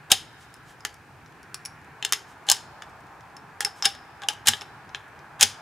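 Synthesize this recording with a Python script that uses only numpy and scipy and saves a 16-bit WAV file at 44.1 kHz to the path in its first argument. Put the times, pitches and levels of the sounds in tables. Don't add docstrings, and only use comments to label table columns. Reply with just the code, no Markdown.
import sys
import numpy as np
from scipy import signal
from scipy.fft import rfft, irfft, next_fast_len
from scipy.io import wavfile
from scipy.ndimage import uniform_filter1d

SR = 44100
rng = np.random.default_rng(int(sys.argv[2]) if len(sys.argv) > 2 else 0)


def persist_wave(psi):
    counts = np.round(np.clip(psi, -1, 1) * 32767).astype(np.int16)
    wavfile.write(sys.argv[1], SR, np.atleast_2d(counts).T)


N = 247401
T = np.arange(SR // 4) / SR

# f/Hz, level/dB, time to fall 60 dB (t60)/s
STEEL_MODES = [(416.7, -22, 0.12), (824.5, -13.5, 0.068), (1286, -16, 0.056), (1736, -1, 0.022),
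               (3030, -12.5, 0.017), (3203, -7, 0.04), (3490, -5.5, 0.053), (3772, -10.5, 0.051),
               (5197, -4, 0.035), (5805, -12, 0.028), (6665, 1.5, 0.013), (7590, -9, 0.028),
               (9850, -13.5, .03), (10750, -2.5, 0.022)]
# f/Hz, level per Hz/dB
CRACK_TONE = [(45, -57), (130, -27), (300, -19.5), (580, -26.5), (800, -4.5), (1100, -5.5), (1800, 2),
              (2400, -1), (3100, 6), (4500, -4), (7000, -2), (9000, -6), (11000, -9), (12200, -14),
              (15500, -19)]


def amp(db):
    return 10 ** (np.asarray(db) / 20)


def unit(x):
    return x / np.sqrt(np.mean(x ** 2) + 1e-20)


def unit_attack(x):
    loudest = uniform_filter1d(x[:SR // 10] ** 2, size=154).max()
    return x / np.sqrt(loudest + 1e-20)


def along(points, hz):
    f, v = np.transpose(points)
    return np.interp(np.log(hz + 1), np.log(f + 1), v)


def add(track, s, x):
    i = round(s * SR)
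    track[..., i:i + x.shape[-1]] += x[..., :N - i]


def filtered(x, response):
    m = next_fast_len(N + SR // 2)
    spectrum = rfft(x, m) * response(np.fft.rfftfreq(m, 1 / SR))
    return irfft(spectrum, m)[..., :N]


def coloured(x, points, size=1024):
    gain = amp(along(points, np.fft.rfftfreq(size, 1 / SR)))
    cepstrum = irfft(np.log(gain))
    cepstrum[1:size // 2] *= 2
    cepstrum[size // 2 + 1:] = 0
    impulse = irfft(np.exp(rfft(cepstrum)))
    return signal.fftconvolve(x, impulse)[:len(x)]


def voiced(x, body_db, presence_db, treble_db):
    low = [(2000, body_db), (2900, 0.0015), (3650, 0.0022)]
    high = [(4600, presence_db), (6900, presence_db), (8600, treble_db)]
    return coloured(x, low + high)


def ring(modes, spread_db, detune):
    out = np.zeros(len(T))
    luck = rng.standard_normal((len(modes), 3))
    for (hz, db, t60), (level, pitch, sign) in zip(modes, luck):
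        t = T[T < t60]
        strength = np.sign(sign) * amp(db + spread_db * level)
        fade = np.exp(-np.log(1000) * t / t60)
        tone = np.sin(2 * np.pi * hz * (1 + detune * pitch) * t)
        out[:len(t)] += strength * fade * tone
    return out


def burst(t60, hold):
    return rng.standard_normal(len(T)) * amp(-60 * np.maximum(T - hold, 0) / t60)


def rush(spectrum, patchy_db):
    # f/Hz, likeness from 0 to 1
    likeness = [(60, 0.68), (130, 1), (290, 0.87), (640, 0.87), (1410, 0.86), (3100, 0.6), (6820, 0.4),
                (15000, 0.37)]
    z = signal.stft(rng.standard_normal((2, N)), nperseg=512)[2]
    field = uniform_filter1d(rng.standard_normal(z.shape[1:]), size=4, axis=0)
    field = uniform_filter1d(field, size=20, axis=1)
    pair = signal.istft(z * amp(patchy_db * unit(field)), nperseg=512)[1][:, :N]

    def mid_and_side(hz):
        turn = np.arccos(np.clip(along(likeness, hz), -1, 1)) / 2
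        return amp(along(spectrum, hz)) * [np.cos(turn), np.sin(turn)]

    mid, side = filtered(pair, mid_and_side)
    return unit(np.array([mid + side, mid - side]))


def outdoors():
    # t/s, low rush level/dB, high rush level/dB
    rush_levels = [(0.0, -56.5, -53), (1.14, -56.5, -56), (1.54, -57, -52), (2.7, -50.5, -53.5),
                   (3.4, -51.5, -54.5), (3.87, -51.5, -52.5), (5.27, -52, -52.5), (5.6, -48.5, -52)]
    # f/Hz, level per Hz/dB
    rumble_tone = [(15, -43), (28, -21), (43, -10), (65, -3.5), (100, 0), (150, 2.5), (200, -6), (300, -5),
                   (450, -6), (620, -19), (900, -32), (2000, -81)]
    low_tone = [(100, -50.5), (300, -30), (600, -7), (800, 1.5), (1100, -2), (1400, -5.5), (2000, -27.5),
                (4000, -71)]
    high_tone = [(900, -27), (1300, -2), (1650, 3.5), (2000, -5.5), (2500, -6), (3200, -21), (5000, -34.5),
                 (9000, -62)]
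    hiss_tone = [(1500, -13.5), (3000, 5), (5000, 1.5), (8000, -2.5), (11000, -5.5), (15500, -9.5)]
    s, *columns = np.transpose(rush_levels)
    low_db, high_db = [np.interp(np.arange(N) / SR, s, c) for c in columns]
    low_gain_db, high_gain_db = 1.6, -0.07
    low = amp(low_db + low_gain_db) * rush(low_tone, patchy_db=1.0)
    high = amp(high_db + high_gain_db) * rush(high_tone, patchy_db=0.5)
    hiss = amp(-65) * rush(hiss_tone, patchy_db=.8)
    rumble = amp(-54.5) * rush(rumble_tone, patchy_db=1.5)
    return low + high + rumble + hiss


def fingers(level_db, count=40):
    track, t = np.zeros(N), T[:SR // 25]
    for when, size, length in rng.random((count, 3)):
        tick = rng.standard_normal(len(t)) * amp(-60 * t / (.008 + 0.05 * length))
        add(track, when * (N - 1) / SR, amp(level_db + 9 * size) * tick)
    return voiced(coloured(track, CRACK_TONE), -2.5, 3.6, 4)


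def slide(length, scrape_db, hollow_db):
    # f/Hz, level/dB, t60/s
    hollow_modes = [(435, -22, 0.054), (794, -3, 0.087), (834, -1.5, 0.051), (1180, -5.5, 0.025),
                    (1600, 0, 0.02345)]
    stroke = np.clip(np.minimum(T, length - T) / .005, 0, 1)
    grain = amp(5.4 * rng.standard_normal(len(T)))
    slips = stroke * rng.standard_normal(len(T)) * grain

    def through(modes):
        body = ring(modes, spread_db=1.5, detune=.008)
        return unit_attack(signal.fftconvolve(slips, body)[:len(T)])

    rough = unit_attack(coloured(slips, CRACK_TONE))
    scrape = unit_attack(voiced(rough + amp(-13.5) * through(STEEL_MODES), -1.7, 0, -0.38))
    return amp(scrape_db) * scrape + amp(hollow_db) * through(hollow_modes)


def rattle(t60, uneven_db, count=90):
    bounces = np.interp(T, np.linspace(0, T[-1], count), rng.standard_normal(count))
    shake = unit(amp(uneven_db * np.clip(bounces, -2, 2)))
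    return rng.standard_normal(len(T)) * shake * amp(-60 * T / t60)


def snap(body_db, bright_db):
    presence_db = 2.5 + 0.55 * bright_db
    steel_db = -5.5 - .15 * bright_db
    crack = unit_attack(coloured(burst(t60=0.013, hold=0.0012), CRACK_TONE))
    steel = amp(steel_db) * unit_attack(ring(STEEL_MODES, spread_db=0.5, detune=0.011))
    blow = unit_attack(voiced(crack + steel, body_db, presence_db, bright_db))
    loose = unit(voiced(coloured(rattle(t60=0.23, uneven_db=8.0), CRACK_TONE), 0.87, 3, 2))
    return blow + amp(-39.5) * loose


def thud():
    # f/Hz, level/dB, t60/s
    bench_modes = [(97, 3, 0.2), (130, -0.5, .1), (231, -1.5, 0.1)]
    soft_start = 1 - np.exp(-T / .009)
    return unit_attack(ring(bench_modes, spread_db=3, detune=.02) * soft_start)


def loads():
    # t/s, click level/dB, travel until seated/s, seat level/dB,
    # brightness/dB, scrape level/dB, bench thud level/dB
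    presses = [(0.1166, -5.5, 0.0018, -6, 3, -31, -45), (2.4993, -7, 0.016, -7, 6.5, -36, -51),
               (3.8532, -13, 0.003, -14, -4, -40, -52), (4.4712, -12, .013, -7, 6, -14.5, -33),
               (5.41, -9, .018, -3, 3, -16, -40)]
    lead_in_s, lead_in_db = .017, -24.5
    rebound_s, rebound_db = .0048, -9
    for s, click_db, travel, seat_db, bright_db, scrape_db, thud_db in presses:
        seated = s + travel
        lip = snap(-7.5, bright_db + .5)
        seat = snap(-6.5, bright_db + 3)
        rebound = snap(.5, bright_db + 1)
        yield s - lead_in_s, amp(click_db) * slide(lead_in_s + .004, lead_in_db, lead_in_db)
        yield s, amp(click_db) * lip
        yield s, slide(travel + 0.011, scrape_db, hollow_db=-26)
        yield seated, amp(seat_db) * seat + amp(thud_db) * thud()
        yield seated + rebound_s, amp(seat_db + rebound_db) * rebound


def reflections(stretch, delay, width):
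    # f/Hz, t60/s
    decay = [(200, .25), (1400, 0.29), (3700, 0.28), (9700, 0.24), (15000, 0.11)]
    # f/Hz, level/dB
    echo_tone = [(100, -0.5), (800, -3.5), (1600, -0.5), (3300, -1.5), (4800, 1), (8000, -6.5), (15000, 2)]
    hz, t, z = signal.stft(rng.standard_normal((2, len(T))), SR, nperseg=256)
    t60 = stretch * along(decay, hz)[:, None]
    fade = amp(along(echo_tone, hz)[:, None] - 60 * t / t60)
    mid, side = signal.istft(z * fade, SR, nperseg=256)[1][:, :len(T)] * (T > delay)
    return np.array([mid + width * side, mid - width * side]) / np.linalg.norm(mid)


def shelter(early_db, tail_db):
    early = amp(early_db) * reflections(stretch=0.28, delay=0.0044, width=0.38)
    tail = amp(tail_db) * reflections(stretch=1.05, delay=0.016, width=0.19)
    answer = early + tail
    answer[:, 0] += 1
    return answer


def microphone(x, bass_hz):
    # f/Hz, left minus right level/dB
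    balance = [(100, 0), (800, 0.5), (1800, 1), (3000, 3.5), (4500, 3), (6500, -0.5), (10000, -1.5),
               (15000, -3.5)]

    def response(hz):
        port = amp(along(balance, hz) / 2) * np.exp(.22j * (hz / 12000) ** 2)
        bass_cut = hz / (hz - 1j * bass_hz)
        return bass_cut * port ** np.array([[1], [-1]])

    return filtered(x, response)


def open_ground(x, t60):
    # f/Hz, level/dB
    far_tone = [(500, -13), (2500, -4), (4500, 0), (6500, -12), (10000, -11), (15000, -17)]
    t = np.arange(SR) / SR
    tails = [unit(coloured(rng.standard_normal(SR), far_tone)) for _ in range(2)]
    tails = tails * amp(-60 * t / t60) * (1 - np.exp(-t / 0.072))
    tails = tails / np.linalg.norm(tails[0])
    return signal.fftconvolve(x.mean(axis=0)[None], tails, axes=1)[:, :N]


def rubs():
    # t/s, level/dB
    brushes = [(.424, -58.5), (.70, -57.5), (2.303, -59), (3.788, -55.5)]
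    t = np.arange(N) / SR
    half_length = 0.035
    swell = sum(amp(db) * np.exp(-((t - s) / half_length) ** 2) for s, db in brushes)
    fibres = rng.standard_normal(N) * amp(2.6 * rng.standard_normal(N))
    return swell * unit(voiced(coloured(fibres, CRACK_TONE), -6.5, 4, 3.9))


def clinks():
    # t/s, level/dB, pitch f/Hz, overtone level/dB, ring level over tick/dB
    touches = [(.541, -43, 5220, -4, -3), (.806, -47, 5100, -20, 0.5), (.942, -47, 6000, 0, -27),
               (1.261, -50.5, 5740, -20, -14), (1.43, -47.5, 5720, -5.5, -4), (1.544, -26, 5480, 1.5, -6.5),
               (1.652, -30.5, 5445, 1, 9.5), (1.658, -29, 5444, 6, 4.5), (3.208, -51.5, 5200, -19.5, -9),
               (3.3667, -41.5, 5250, -16, 1.5), (3.649, -18.5, 5276, -28.5, 6.5),
               (3.8245, -18.5, 5195, -44, 2.5), (3.843, -33, 5180, -25, 7), (3.856, -13, 5250, -7, 3.5),
               (4.611, -32.5, 5370, -30, 7), (4.892, -49.5, 5400, -29, -3), (5.191, -51.5, 5010, -29, -7)]
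    # multiple of its pitch, level/dB, share of the overtone level from 0 to 1
    case_modes = [(.44, -3.5, 0.29), (.955, -4.5, 0.038), (1, 2.5, 0), (1.022, 5, 0.08),
                  (1.05, -12.5, 0.36), (1.24, -6.5, 0.94), (1.45, -4.5, 0.85), (1.825, -3, 0.89),
                  (1.86, 0.5, 0.88), (1.905, -12, 0.94), (1.975, -12.5, 1)]
    # f/Hz, level per Hz/dB
    tick_tone = [(300, -33), (1200, -3.5), (2400, -3.5), (3200, -7), (4300, -7), (5500, -1), (6300, -5),
                 (7500, -4.5), (9000, -8), (10200, -4), (12000, -12.5), (15500, -18.5)]
    for s, db, hz, overtone_db, ring_db in touches:

        def ping(t60):
            modes = [(hz * ratio, level + upper * overtone_db, t60) for ratio, level, upper in case_modes]
            return unit_attack(ring(modes, spread_db=2, detune=.004))

        brass = ping(t60=0.028) + amp(-22) * ping(t60=0.11)
        tick = coloured(burst(t60=0.0087, hold=.001), tick_tone)
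        tick = unit_attack(voiced(tick, 0, 0, overtone_db / 2))
        yield s, amp(db) * unit_attack(tick + amp(ring_db) * brass)


def taps():
    # t/s, level/dB, body/dB, brightness/dB
    knocks = [(.8502, -20.5, 6, 1.5), (2.0257, -24, -5, -16), (2.0488, -16.5, 1, 0),
              (2.1236, -12.5, 8.5, 9), (2.1327, -15.5, 2.5, 2), (2.488, -14.5, -22, -8.5),
              (2.8214, -33.5, 7, -9.5), (3.606, -19, 8, 9), (3.6481, -19, 10.5, 12),
              (3.847, -21.5, -7.5, -10.5), (3.9501, -40.5, 2, -7.5), (4.219, -38, 1.5, -11),
              (4.235, -33.5, -0.5, -18.5), (4.286, -13.5, -4, -4.5), (4.4617, -31.5, -9.5, -3),
              (4.5349, -20, -0.5, -17.5), (4.6176, -33, 6, -8.5), (4.947, -25, 0.5, -22.5)]
    for s, db, body_db, bright_db in knocks:
        yield s, amp(db) * snap(body_db, bright_db)


def slides():
    # start t/s, scrape level/dB, hollow magazine ring level/dB
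    strokes = [(2.464, -45.5, -43), (3.605, -34, -36.5), (3.648, -42, -32.5), (3.821, -43, -36.5),
               (4.218, -52, -37), (4.283, -38, -32.5), (4.604, -51, -43.5)]
    for s, scrape_db, hollow_db in strokes:
        yield s, slide(.029, scrape_db, hollow_db)


def scene(count=8):
    rooms = [shelter(early_db=-12.5, tail_db=-20.0) for _ in range(count)]
    near = np.zeros((2, N))
    for source in (loads, taps, clinks, slides):
        for k, (s, x) in enumerate(source()):
            add(near, s, signal.fftconvolve(x[None], rooms[k % count], axes=1))
    near = microphone(near, bass_hz=70)
    far = amp(-41) * open_ground(near, t60=1.9)
    return near + far + fingers(level_db=-61.5) + rubs() + outdoors()


def record(dry):
    return filtered(np.clip(dry, -1, 1), lambda hz: np.clip((16200 - hz) / 700, 0, 1) ** 2)


dry = scene()
out = record(dry)
persist_wave(out)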